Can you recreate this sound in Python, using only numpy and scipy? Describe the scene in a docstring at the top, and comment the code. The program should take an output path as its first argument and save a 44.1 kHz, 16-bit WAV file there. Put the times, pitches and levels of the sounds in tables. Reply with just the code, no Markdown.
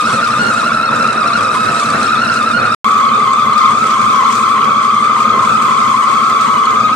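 """A wobbling metallic squeal opens at once over gear hum, rumble and wet sizzle, with whistles and snaps on top.
A lathe bores hard metal under coolant, heard from one side of the bed, then after a short silence from the other.
The squeal is a stick-slip tone with overtones, lifted by body resonances, direct and through a reverberant shop.
The hum is a stack of cosines, the wavering tones are noise through narrow resonances, rumble and sizzle are
banded noise; whistles are thin sines and snapping chips are noise bursts with a short ring."""
import sys
import numpy as np
from scipy import signal
from scipy.io import wavfile
from scipy.ndimage import uniform_filter1d

SR = 44100
rng = np.random.default_rng(int(sys.argv[2]) if len(sys.argv) > 2 else 0)


def materialize(psi):
    """Save the field psi as 16-bit PCM at rate SR to the path in sys.argv[1].

    A 1-D psi becomes a single channel; in a 2-D psi each row is a channel.
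    """
    bounded = np.clip(np.atleast_2d(psi).T, -1, 1)
    quanta = np.round(bounded * 32767).astype(np.int16)
    wavfile.write(sys.argv[1], SR, quanta)


N = 306495


def from_db(db):
    """Amplitude gain of a level in dB."""
    return 10 ** (np.asarray(db) / 20)


def rms_one(x):
    """Scale a signal to rms 1."""
    return x / np.sqrt(np.mean(x ** 2) + 1e-20)


def in_time(rows, t):
    """Read the columns of a table at the times t, in straight lines between rows."""
    s, *columns = np.transpose(rows)
    return [np.interp(t, s, column) for column in columns]


def at_hz(points, hz):
    """Read a curve over frequency, in straight lines on a log-frequency axis."""
    points = np.array(points)
    return np.interp(np.log(hz), np.log(points[:, 0]), points[:, 1])


def drift(size, rate):
    """Slow random wander of spread 1: noise twice through a one-pole low-pass at rate Hz."""
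    step, settle = 20, 3000   # one value per 20 samples; the filter start is thrown away
    keep = np.exp(-2 * np.pi * rate * step / SR)
    noise = rng.standard_normal(size // step + settle + 2)
    slow = signal.lfilter([1], [1, -2 * keep, keep * keep], noise)[settle:]
    slow = rms_one(slow - slow.mean())
    return np.interp(np.arange(size) / step, np.arange(len(slow)), slow)


def cycle(t, per_s, crest_s):
    """Cosine swing with a crest at crest_s."""
    return np.cos(2 * np.pi * per_s * (t - crest_s))


def bump(t, s, spread_s):
    """Bell-shaped moment around s."""
    return np.exp(-.5 * ((t - s) / spread_s) ** 2)


def resonance(x, hz, width):
    """Two-pole resonance of the given width in Hz, with a gain near 1 at its peak."""
    r = np.exp(-np.pi * width / SR)
    poles = [1, -2 * r * np.cos(2 * np.pi * hz / SR), r * r]
    return signal.lfilter([(1 - r * r) / 2, 0, (r * r - 1) / 2], poles, x)


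def panned(x, pan_db):
    """Set left and right pan_db apart; positive leans left."""
    return x * from_db(np.array([[.5], [-.5]]) * pan_db)


def stereo(mid, side, alike):
    """Mix shared and opposed noise so that left and right correlate by alike, from -1 to 1."""
    return np.sqrt(1 + alike) * mid + np.sqrt(1 - alike) * side * [[1], [-1]]


# Stereo image of the noise, wide at the top. Each row: frequency in Hz, left-right correlation.
LIKENESS = [(60, 1), (290, 0.88), (630, 0.61), (1400, 0.34), (2200, 0.24), (4000, 0.4), (8000, -0.13),
            (13000, -0.27)]


def likeness(hz):
    """Left-right correlation of noise around a frequency."""
    return np.clip(at_hz(LIKENESS, hz), -1, 1)


def banded_noise(size, spectrum, patchy_db, patch_rate):
    """Stereo noise in quarter-octave bands, each with its own level, flicker and image: (centres, bands)."""
    low_hz, high_hz = spectrum[0][0], spectrum[-1][0]
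    edges = np.geomspace(low_hz, high_hz, 1 + round(4 * np.log2(high_hz / low_hz)))
    centres = np.sqrt(edges[1:] * edges[:-1])
    white = rng.standard_normal((2, 2, size))   # neighbouring bands take turns with two noise pairs
    bands = []
    for k, hz in enumerate(centres):
        band_pass = signal.butter(2, edges[k:k + 2], "band", fs=SR, output="sos")
        mid, side = signal.sosfilt(band_pass, white[k % 2])
        gain = from_db(at_hz(spectrum, hz) + patchy_db * drift(size, patch_rate))
        bands.append(gain * stereo(mid, side, likeness(hz)))
    return centres, np.array(bands)


# Shaft and jitter settings. Each row is one place: shaft turns per second, hum crest in seconds,
# pitch jitter in Hz, jitter rate in Hz, slow-shaft throb crest in seconds.
DRIVE = [(11.645, .057, 33.3, 64.5, 0.092), (11.615, 2.876, 54.8, 71, 2.53)]
# Pitch line of the squeal, swinging with gear shaft and cutting load. 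One list per place;
# each row: time in seconds, stick-slip rate in Hz.
RATE = [
    [(0.007, 1231), (0.032, 1231), (0.07, 1338), (0.085, 1318), (0.102, 1251), (0.12, 1239), (0.152, 1356),
     (0.177, 1232), (0.187, 1227), (0.209, 1259), (0.232, 1370), (0.249, 1328), (0.269, 1246),
     (0.294, 1225), (0.329, 1345), (0.359, 1229), (0.369, 1252), (0.394, 1410), (0.421, 1418),
     (0.479, 1408), (0.526, 1272), (0.559, 1299), (0.583, 1371), (0.596, 1338), (0.616, 1244),
     (0.631, 1261), (0.648, 1334), (0.673, 1362), (0.703, 1254), (0.726, 1320), (0.798, 1300),
     (0.818, 1330), (0.865, 1334), (0.898, 1240), (0.94, 1326), (0.958, 1266), (0.975, 1261), (1.007, 1346),
     (1.05, 1249), (1.077, 1340), (1.147, 1250), (1.175, 1296), (1.215, 1273), (1.242, 1173), (1.269, 1336),
     (1.314, 1268), (1.354, 1383), (1.397, 1238), (1.432, 1290), (1.479, 1245), (1.519, 1310),
     (1.531, 1318), (1.551, 1246), (1.571, 1281), (1.606, 1267), (1.649, 1272), (1.683, 1343),
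     (1.738, 1240), (1.766, 1320), (1.796, 1296), (1.813, 1193), (1.831, 1173), (1.841, 1197),
     (1.856, 1314), (1.863, 1327), (1.908, 1157), (1.943, 1328), (1.973, 1313), (1.995, 1217), (2.02, 1330),
     (2.033, 1345), (2.048, 1308), (2.068, 1355), (2.083, 1326), (2.122, 1322), (2.142, 1263),
     (2.205, 1338), (2.225, 1399), (2.26, 1308), (2.292, 1406), (2.317, 1344), (2.359, 1324), (2.377, 1380),
     (2.409, 1219), (2.437, 1253), (2.472, 1329), (2.507, 1267), (2.527, 1258), (2.554, 1428),
     (2.566, 1440), (2.574, 1413), (2.589, 1270), (2.596, 1246), (2.609, 1252), (2.639, 1338),
     (2.664, 1322), (2.679, 1256), (2.701, 1214), (2.719, 1262), (2.739, 1248)],
    [(2.857, 1129), (2.875, 1104), (2.89, 1131), (2.952, 1176), (3.007, 1063), (3.057, 1153), (3.084, 1081),
     (3.112, 1103), (3.132, 1206), (3.152, 1220), (3.174, 1154), (3.229, 1151), (3.249, 1082),
     (3.271, 1102), (3.294, 1040), (3.314, 1116), (3.356, 1147), (3.379, 1111), (3.391, 1167),
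     (3.413, 1131), (3.428, 1155), (3.461, 1081), (3.493, 1138), (3.511, 1130), (3.533, 1048),
     (3.561, 1181), (3.578, 1208), (3.588, 1201), (3.608, 1084), (3.621, 1052), (3.653, 1127),
     (3.703, 1076), (3.775, 1194), (3.82, 1172), (3.848, 1094), (3.937, 1138), (3.957, 1045), (3.98, 1129),
     (4.007, 1174), (4.047, 1091), (4.072, 1187), (4.087, 1165), (4.104, 1200), (4.129, 1090),
     (4.182, 1136), (4.232, 1019), (4.262, 1106), (4.287, 1097), (4.306, 1039), (4.354, 1194),
     (4.384, 1104), (4.411, 1109), (4.434, 1161), (4.466, 1060), (4.509, 1162), (4.531, 1159),
     (4.566, 1044), (4.583, 1041), (4.606, 1128), (4.661, 1093), (4.696, 1188), (4.726, 1103),
     (4.785, 1155), (4.83, 1055), (4.905, 1175), (4.923, 1098), (4.94, 1119), (4.987, 1089), (5.062, 1184),
     (5.092, 1115), (5.122, 1150), (5.189, 1068), (5.224, 1076), (5.254, 1163), (5.279, 1159),
     (5.294, 1182), (5.334, 1061), (5.377, 1072), (5.394, 1109), (5.434, 1023), (5.454, 1113),
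     (5.481, 1186), (5.544, 1237), (5.564, 1206), (5.589, 1099), (5.648, 1144), (5.663, 1091),
     (5.686, 1072), (5.723, 1143), (5.751, 1103), (5.783, 1130), (5.803, 1206), (5.835, 1090),
     (5.858, 1070), (5.9, 1124), (5.925, 1100), (5.945, 1031), (5.993, 1180), (6.013, 1080), (6.02, 1054),
     (6.045, 1083), (6.065, 1133), (6.08, 1105), (6.117, 1121), (6.132, 1103), (6.165, 1179), (6.197, 1064),
     (6.22, 1175), (6.235, 1150), (6.272, 1167), (6.302, 1072), (6.327, 1178), (6.349, 1178), (6.372, 1109),
     (6.429, 1152), (6.469, 1033), (6.501, 1090), (6.516, 1135), (6.551, 1056), (6.604, 1147),
     (6.644, 1080), (6.694, 1113), (6.726, 1030), (6.758, 1119), (6.786, 1203), (6.831, 1160),
     (6.853, 1258), (6.901, 1090), (6.923, 1257), (6.943, 1210)],
]
# Regular pitch wobble once per shaft turn, added to the pitch line. Each row is one place:
# swing in Hz, crest in seconds.
GEAR_WOBBLE = [(25.3, 0.0672), (10.1, 2.887)]
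# The chip catches or tears free and the pitch lurches. Each row: time in seconds, jump in Hz.
LURCHES = [(.105, -170), (0.704, -140), (1.306, -170), (1.389, -130), (1.552, -150), (2.085, -110),
           (2.16, -90), (3.82, 149.5), (4.198, -68.5), (5.19, -62.5), (5.215, 150), (6.7, 88.5),
           (6.887, -120)]
LURCH_SPREAD_S = .007


def slip_rate(t, place):
    """Stick-slip rate in Hz: follows the load and the gear shaft; the chip flow shakes and jerks it."""
    turns, _, jitter_hz, jitter_rate, _ = DRIVE[place]
    swing_hz, crest_s = GEAR_WOBBLE[place]
    line = uniform_filter1d(in_time(RATE[place], t)[0], size=300)
    shake = drift(t.size, jitter_rate)
    shake = rms_one(shake - uniform_filter1d(shake, size=1200))   # quick shaking only
    lurching = sum(hz * bump(t, s, LURCH_SPREAD_S) for s, hz in LURCHES)
    return line + swing_hz * cycle(t, turns, crest_s) + jitter_hz * shake + lurching


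SPINDLE_PER_S = .575   # turns of the work
SHOP_T60_S, SHOP_DULL_HZ = 0.19, 3040   # decay time, low-pass corner of the reflections


def shop(x, alike):
    """Dense reflections, partly shared by both sides; the turning work keeps changing which ones are fed."""
    t = np.arange(SR // 6) / SR
    turn = 2 * np.pi * SPINDLE_PER_S * np.arange(x.size) / SR
    dull = np.exp(-2 * np.pi * SHOP_DULL_HZ / SR)
    decay = np.exp(-np.log(1000) * t / SHOP_T60_S) * (t > .003)   # nothing in the first 3 ms
    out = 0
    for facing in (np.cos(turn), np.sin(turn)):
        mid, side = rng.standard_normal((2, len(t))) * decay
        echoes = signal.lfilter([1], [1, -dull], stereo(mid, side, alike))
        fed = np.float32(facing * x)[None]
        out = out + signal.oaconvolve(fed, np.float32(echoes))[:, :x.size]
    return rms_one(out)


# Partials of the squeal, the first being the fundamental. 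One list per place; each row: multiple of the
# slip rate, level in dB against the squeal, flutter in dB, direct sound in dB against the shop,
# left minus right in dB, delay of the right side in ms.
OVERTONES = [
    [(1, 7, 3.5, 2, -0.5, 0.12), (2, -8.5, 6, 5, 0.5, 0.081), (3, -12, 6, 6.5, 4, 0.06),
     (4, -18, 9, 10.5, -4, 0.059)],
    [(1, 4.5, 1.5, -2, 0.8, 0.1), (2, -13, 5, 8, 2, 0.14), (3, -17.5, 6, 6, 0, 0.076),
     (4, -24.5, 6, 7, -1, 0.072)],
]
# Bar and workpiece modes that colour the squeal. One list per place; each row: frequency in Hz,
# width in Hz, lift in dB (negative dips).
BODY = [
    [(1003, 57, 7), (1176, 50, 3.5), (1318, 60, -2), (1437, 140, 7), (2520, 99, 4), (5500, 270, 8)],
    [(1068, 93, 6.5), (1268, 240, 4), (1287, 83, 13), (1407, 164, 16.5), (2020, 110, 6.5), (2610, 260, 7),
     (3300, 270, 2), (4000, 120, 8)],
]
# Squeal fader that scales all partials. 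One list per place; each row: time in seconds, level in dB.
SQUEAL = [
    [(0.0, -20), (0.99, -20.5), (1.06, -17.5), (1.16, -23.5), (1.19, -19), (2.04, -21), (2.13, -18),
     (2.2, -20), (2.74, -19.5)],
    [(2.86, -13.5), (3.52, -15), (3.66, -10.5), (3.75, -16), (4.31, -13), (4.33, -17.5), (4.45, -14.5),
     (6.93, -14.5), (6.95, -20)],
]
OVERTONE_WANDER_DB = .6   # slow level wander, once more for each step above the fundamental


def squeal(t, place):
    """The tool sticks and slips: a tone with overtones, lifted by bar and work, direct and through the shop."""
    level_db, = in_time(SQUEAL[place], t)
    run_in = SR // 6   # the shop is already ringing at the start
    t = np.r_[t[0] - np.arange(run_in, 0, -1) / SR, t]
    hz = slip_rate(t, place)
    phase = 2 * np.pi * np.cumsum(hz) / SR
    out = 0
    for multiple, tone_db, flutter_db, direct_db, pan_db, late_ms in OVERTONES[place]:
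        flutter = from_db(flutter_db * drift(t.size, 110))
        tone = flutter * np.sin(round(multiple) * phase)
        for mode_hz, width, lift_db in BODY[place]:
            if abs(mode_hz / hz.mean() - multiple) < .5:   # only modes within reach of this partial
                tone = tone + (from_db(lift_db) - 1) * resonance(tone, mode_hz, width)
        direct = rms_one(np.array([tone, np.interp(t - late_ms / 1000, t, tone)]))
        heard = from_db(direct_db) * direct + shop(tone, alike=0.5)
        power = uniform_filter1d(np.mean(heard ** 2, axis=0), size=2000)
        evened = heard / np.sqrt(power)   # running level evened over 2000 samples
        wander_db = OVERTONE_WANDER_DB * (multiple - 1) * drift(t.size, 15)
        out = out + from_db(tone_db + wander_db) * panned(evened, pan_db)
    return from_db(level_db) * out[:, run_in:]


THROB_PER_S, THROB_HUM, THROB_BASS = 3.26, .25, .3   # slow shaft turns per s, depth on hum, depth on bass


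def throb(t, place, depth):
    """Swelling once per turn of the slow shaft."""
    return 1 + depth * cycle(t, THROB_PER_S, DRIVE[place][4])


# Hum of a 19-tooth gear on an uneven shaft. One list per place; each row: multiple of shaft speed,
# rms level in dB before drift and throb.
GEAR = [
    [(18, -41), (19, -32.5), (20, -31), (21, -43.5), (38, -44)],
    [(17, -59), (18, -36.5), (19, -33), (20, -35), (21, -40), (35, -47), (36, -61), (37, -45.5), (38, -52)],
]


def gears(t, place):
    """Tooth mesh and its side tones, loosely in step once per shaft turn so that the hum beats."""
    turns, crest_s = DRIVE[place][:2]
    angle = 2 * np.pi * turns * (t - crest_s)
    hum = 0
    for multiple, db in GEAR[place]:
        level = from_db(db + 1.5 * drift(t.size, 1.4))
        hum = hum + level * np.cos(round(multiple) * angle + 0.35 * drift(t.size, 2.2))
    return np.sqrt(2) * hum * throb(t, place, THROB_HUM)


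# Wavering tones of drive and casting. One list per place; each row: frequency in Hz,
# width in Hz of each resonance pass, rms level in dB.
TONES = [
    [(110.8, 8, -40.5), (146, 20, -46), (290.3, 22, -38), (487, 21, -55), (553, 14, -44), (623, 23, -38.5),
     (685, 5.4, -36.5), (881, 2.8, -44.5), (2146, 60, -44.5), (8910, 170, -47.5)],
    [(110.7, 20, -43.5), (148.3, 7.9, -52.5), (269, 53, -37), (4060, 100, -49), (6470, 110, -44)],
]


def tones(t, place):
    """Drive and casting ring under random excitation: noise twice through narrow resonances."""
    out = 0
    for hz, width, db in TONES[place]:
        once = resonance(rng.standard_normal((2, t.size)), hz, width)
        mid, side = resonance(once, hz, width)
        out = out + from_db(db) * rms_one(stereo(mid, side, likeness(hz)))
    return out


# Rumble fader. Each row is one place: mean in dB before the make-up gain, swing per slow shaft turn in dB.
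RUMBLE_LEVEL = [(-24, 1), (-27, 0.5)]
RUMBLE_LAG_S, RUMBLE_WANDER_DB = 0.056, 1.63   # swell crest after the throb crest, random wander


def rumble_level(t, place):
    """Level in dB that swells with the slow shaft and wanders."""
    mean_db, swing_db = RUMBLE_LEVEL[place]
    swell = swing_db * cycle(t, THROB_PER_S, DRIVE[place][4] + RUMBLE_LAG_S)
    return mean_db + swell + RUMBLE_WANDER_DB * drift(t.size, 8.0)


# Rumble colour. One list per place; each row: frequency in Hz, relative density in dB per Hz.
RUMBLE = [
    [(25, -43), (45, -43), (62, -15.5), (85, -11.5), (115, -2), (190, -0.5), (240, -0.5), (330, -6.5),
     (500, -0.5), (800, -7.5), (1500, 2), (2050, -12.5), (2600, -13)],
    [(25, -38.5), (45, -35), (62, -15.5), (85, -20), (115, -4), (190, -5), (240, -8.5), (330, -9.5),
     (430, -4), (800, -9.5), (1450, -2), (1800, -30.5), (2600, -6.5)],
]


def rumble(t, place):
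    """Broad machine noise in bands; the bass below 200 Hz throbs with the slow shaft."""
    centres, bands = banded_noise(t.size, RUMBLE[place], patchy_db=1.2, patch_rate=6.0)
    bass, rest = bands[centres < 200].sum(0), bands[centres >= 200].sum(0)
    noise = rms_one(bass * throb(t, place, THROB_BASS) + rest)
    return from_db(rumble_level(t, place) + 3) * noise   # 3 dB make-up gain


# Sizzle fader, swelling as the work turns. Each row is one place: mean in dB before the make-up gain,
# swing per work turn in dB, its crest in seconds, swing per chuck jaw in dB, its crest in seconds.
SIZZLE_LEVEL = [(-33, 2, 1.97, 0.5, 1.37), (-33, 2.0, 4.15, 0, 5.7)]
# Brief swells and drops of the sizzle. Each row: time in seconds, bell spread in seconds, change in dB.
SWELLS = [(.6, 0.023, 4), (0.743, 0.027, -0.5), (.9, 0.037, -4), (0.961, .01, 4), (1.552, 0.013, 7.5),
          (1.784, .02, 3), (2.04, 0.026, 3), (2.22, 0.052, -4.5), (2.33, 0.034, 2.5), (2.618, .05, -3),
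          (3.6, .05, 1.5), (3.904, 0.03, 2.5), (4.35, 0.043, 4), (4.598, 0.04, -1), (5.201, 0.024, 5),
          (5.4, 0.045, -1.5), (6.444, 0.034, 3)]
JAWS, SIZZLE_WANDER_DB = 4, 0.2   # chuck jaws per turn, random wander


def sizzle_level(t, place):
    """Level in dB that swells per turn of the work and per chuck jaw, wanders, and briefly swells or drops."""
    mean_db, turn_db, turn_s, jaw_db, jaw_s = SIZZLE_LEVEL[place]
    turning = turn_db * cycle(t, SPINDLE_PER_S, turn_s) + jaw_db * cycle(t, JAWS * SPINDLE_PER_S, jaw_s)
    moments = sum(db * bump(t, s, spread_s) for s, spread_s, db in SWELLS)
    return mean_db + turning + SIZZLE_WANDER_DB * drift(t.size, 5.4) + moments


# Sizzle colour. One list per place; each row: frequency in Hz, relative density in dB per Hz.
SIZZLE = [
    [(1500, -9), (3100, -1.5), (5000, -2.5), (6400, -5.5), (8000, -2), (9800, -12), (10600, -31),
     (13500, -20.5), (15000, -24)],
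    [(1500, 4.5), (2900, -2), (3800, -0.5), (5000, -2.5), (7000, -2.5), (7900, 0), (9800, -19),
     (10900, -26), (13500, -12.5), (15000, -28)],
]
# Sizzle placement. Each row: frequency in Hz, left minus right in dB.
SIZZLE_PAN = [(2000, 1), (7800, .5), (10000, 3), (14000, 6.5)]


def sizzle(t, place):
    """Coolant and chips hiss and spit: random splashes start at once and die in a few ms, in all bands."""
    struck = rng.random(t.size) < 45 / SR   # 45 splashes per second on average
    spits = struck * np.minimum(rng.exponential(1, t.size), 2.5)
    spray = 1 + 0.47 * signal.lfilter([1], [1, -np.exp(-1 / (0.0065 * SR))], spits)
    centres, bands = banded_noise(t.size, SIZZLE[place], patchy_db=1.5, patch_rate=9.2)
    hiss = sum(panned(band, at_hz(SIZZLE_PAN, hz)) for hz, band in zip(centres, bands))
    return from_db(sizzle_level(t, place) + 2.5) * rms_one(hiss * spray)   # 2.5 dB make-up gain


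# Short whistles, heard at the first place only. Each row: start in seconds, length in seconds,
# rms level in dB that the tone builds towards.
WHISTLES = [(0.068, 0.032, -36), (0.132, 0.028, -39), (0.384, 0.11, -32), (0.832, 0.052, -32),
            (1.328, .03, -32), (1.778, 0.021, -32), (2.033, 0.037, -37), (2.155, 0.089, -35),
            (2.303, 0.028, -42.5), (2.554, 0.049, -30)]
WHISTLE_HZ = 4285


def whistles():
    """One sharp mode of the bar: a thin tone that sets in quickly, holds and rings out."""
    t = np.arange(N) / SR
    held = sum(from_db(db) * ((t > s) & (t < s + length)) for s, length, db in WHISTLES)
    keep = np.exp(-1 / (0.0072 * SR))   # builds and rings out with a 7.2 ms time constant
    level = signal.lfilter([1 - keep], [1, -keep], held) * (t < STANDS[0][1])
    phase = 2 * np.pi * WHISTLE_HZ * t + 0.48 * drift(N, 11)
    return np.sqrt(2) * level * np.sin(phase + np.array([[-.45], [.45]]))   # sides 0.9 rad apart


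# Chips snapping off. Each row: start in seconds, level in dB before the make-up gain, ring in Hz.
CHIPS = [(0.1047, -29, 5560), (0.9584, -33, 7560), (1.075, -28, 4000), (1.129, -26, 3976),
         (1.272, -33, 5400), (1.3869, -32, 4810), (1.9023, -26, 4486), (2.0294, -22.5, 4045),
         (2.5687, -46, 4314), (3.3329, -30.5, 7860), (3.5324, -30, 4130), (5.2194, -36, 7523),
         (6.6553, -29, 4334)]


def chips():
    """Each snap is a bright noise burst of a few ms with a short ring."""
    out = np.zeros((2, N))
    t = np.arange(2000) / SR
    bright = signal.butter(8, [4000, 9500], "band", fs=SR, output="sos")
    bursts = signal.sosfilt(bright, rng.standard_normal((len(CHIPS), 2, t.size)))
    for (s, db, hz), burst in zip(CHIPS, bursts):
        crack = 0.8 * burst * np.exp(-t / 0.0039)
        ring = .5 * np.sin(2 * np.pi * hz * t) * np.exp(-t / 0.0071)
        first = round(s * SR)
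        out[:, first:first + t.size] += from_db(db + 11.5) * (crack + ring)   # 11.5 dB make-up gain
    return out


# The two listening places. Each row: start in seconds, end in seconds.
STANDS = [(0, 2.7478), (2.8447, 6.95)]


def scene():
    """Play both listening places, with silence between them."""
    out = whistles() + chips()
    for place, (start, end) in enumerate(STANDS):
        span = slice(round(start * SR), min(round(end * SR), N))
        t = np.arange(N)[span] / SR
        out[:, span] += squeal(t, place) + gears(t, place) + tones(t, place)
        out[:, span] += rumble(t, place) + sizzle(t, place)
    return out


CUTOFF_HZ = 14900   # everything above is down by at least 80 dB


def record(dry):
    """Round the peaks softly below 0.98 and cut the top steeply."""
    rounded = dry / (1 + (dry / .98) ** 6) ** (1 / 6)
    return signal.sosfilt(signal.cheby2(16, 80, CUTOFF_HZ, fs=SR, output="sos"), rounded)


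dry = scene()
out = record(dry)
materialize(out)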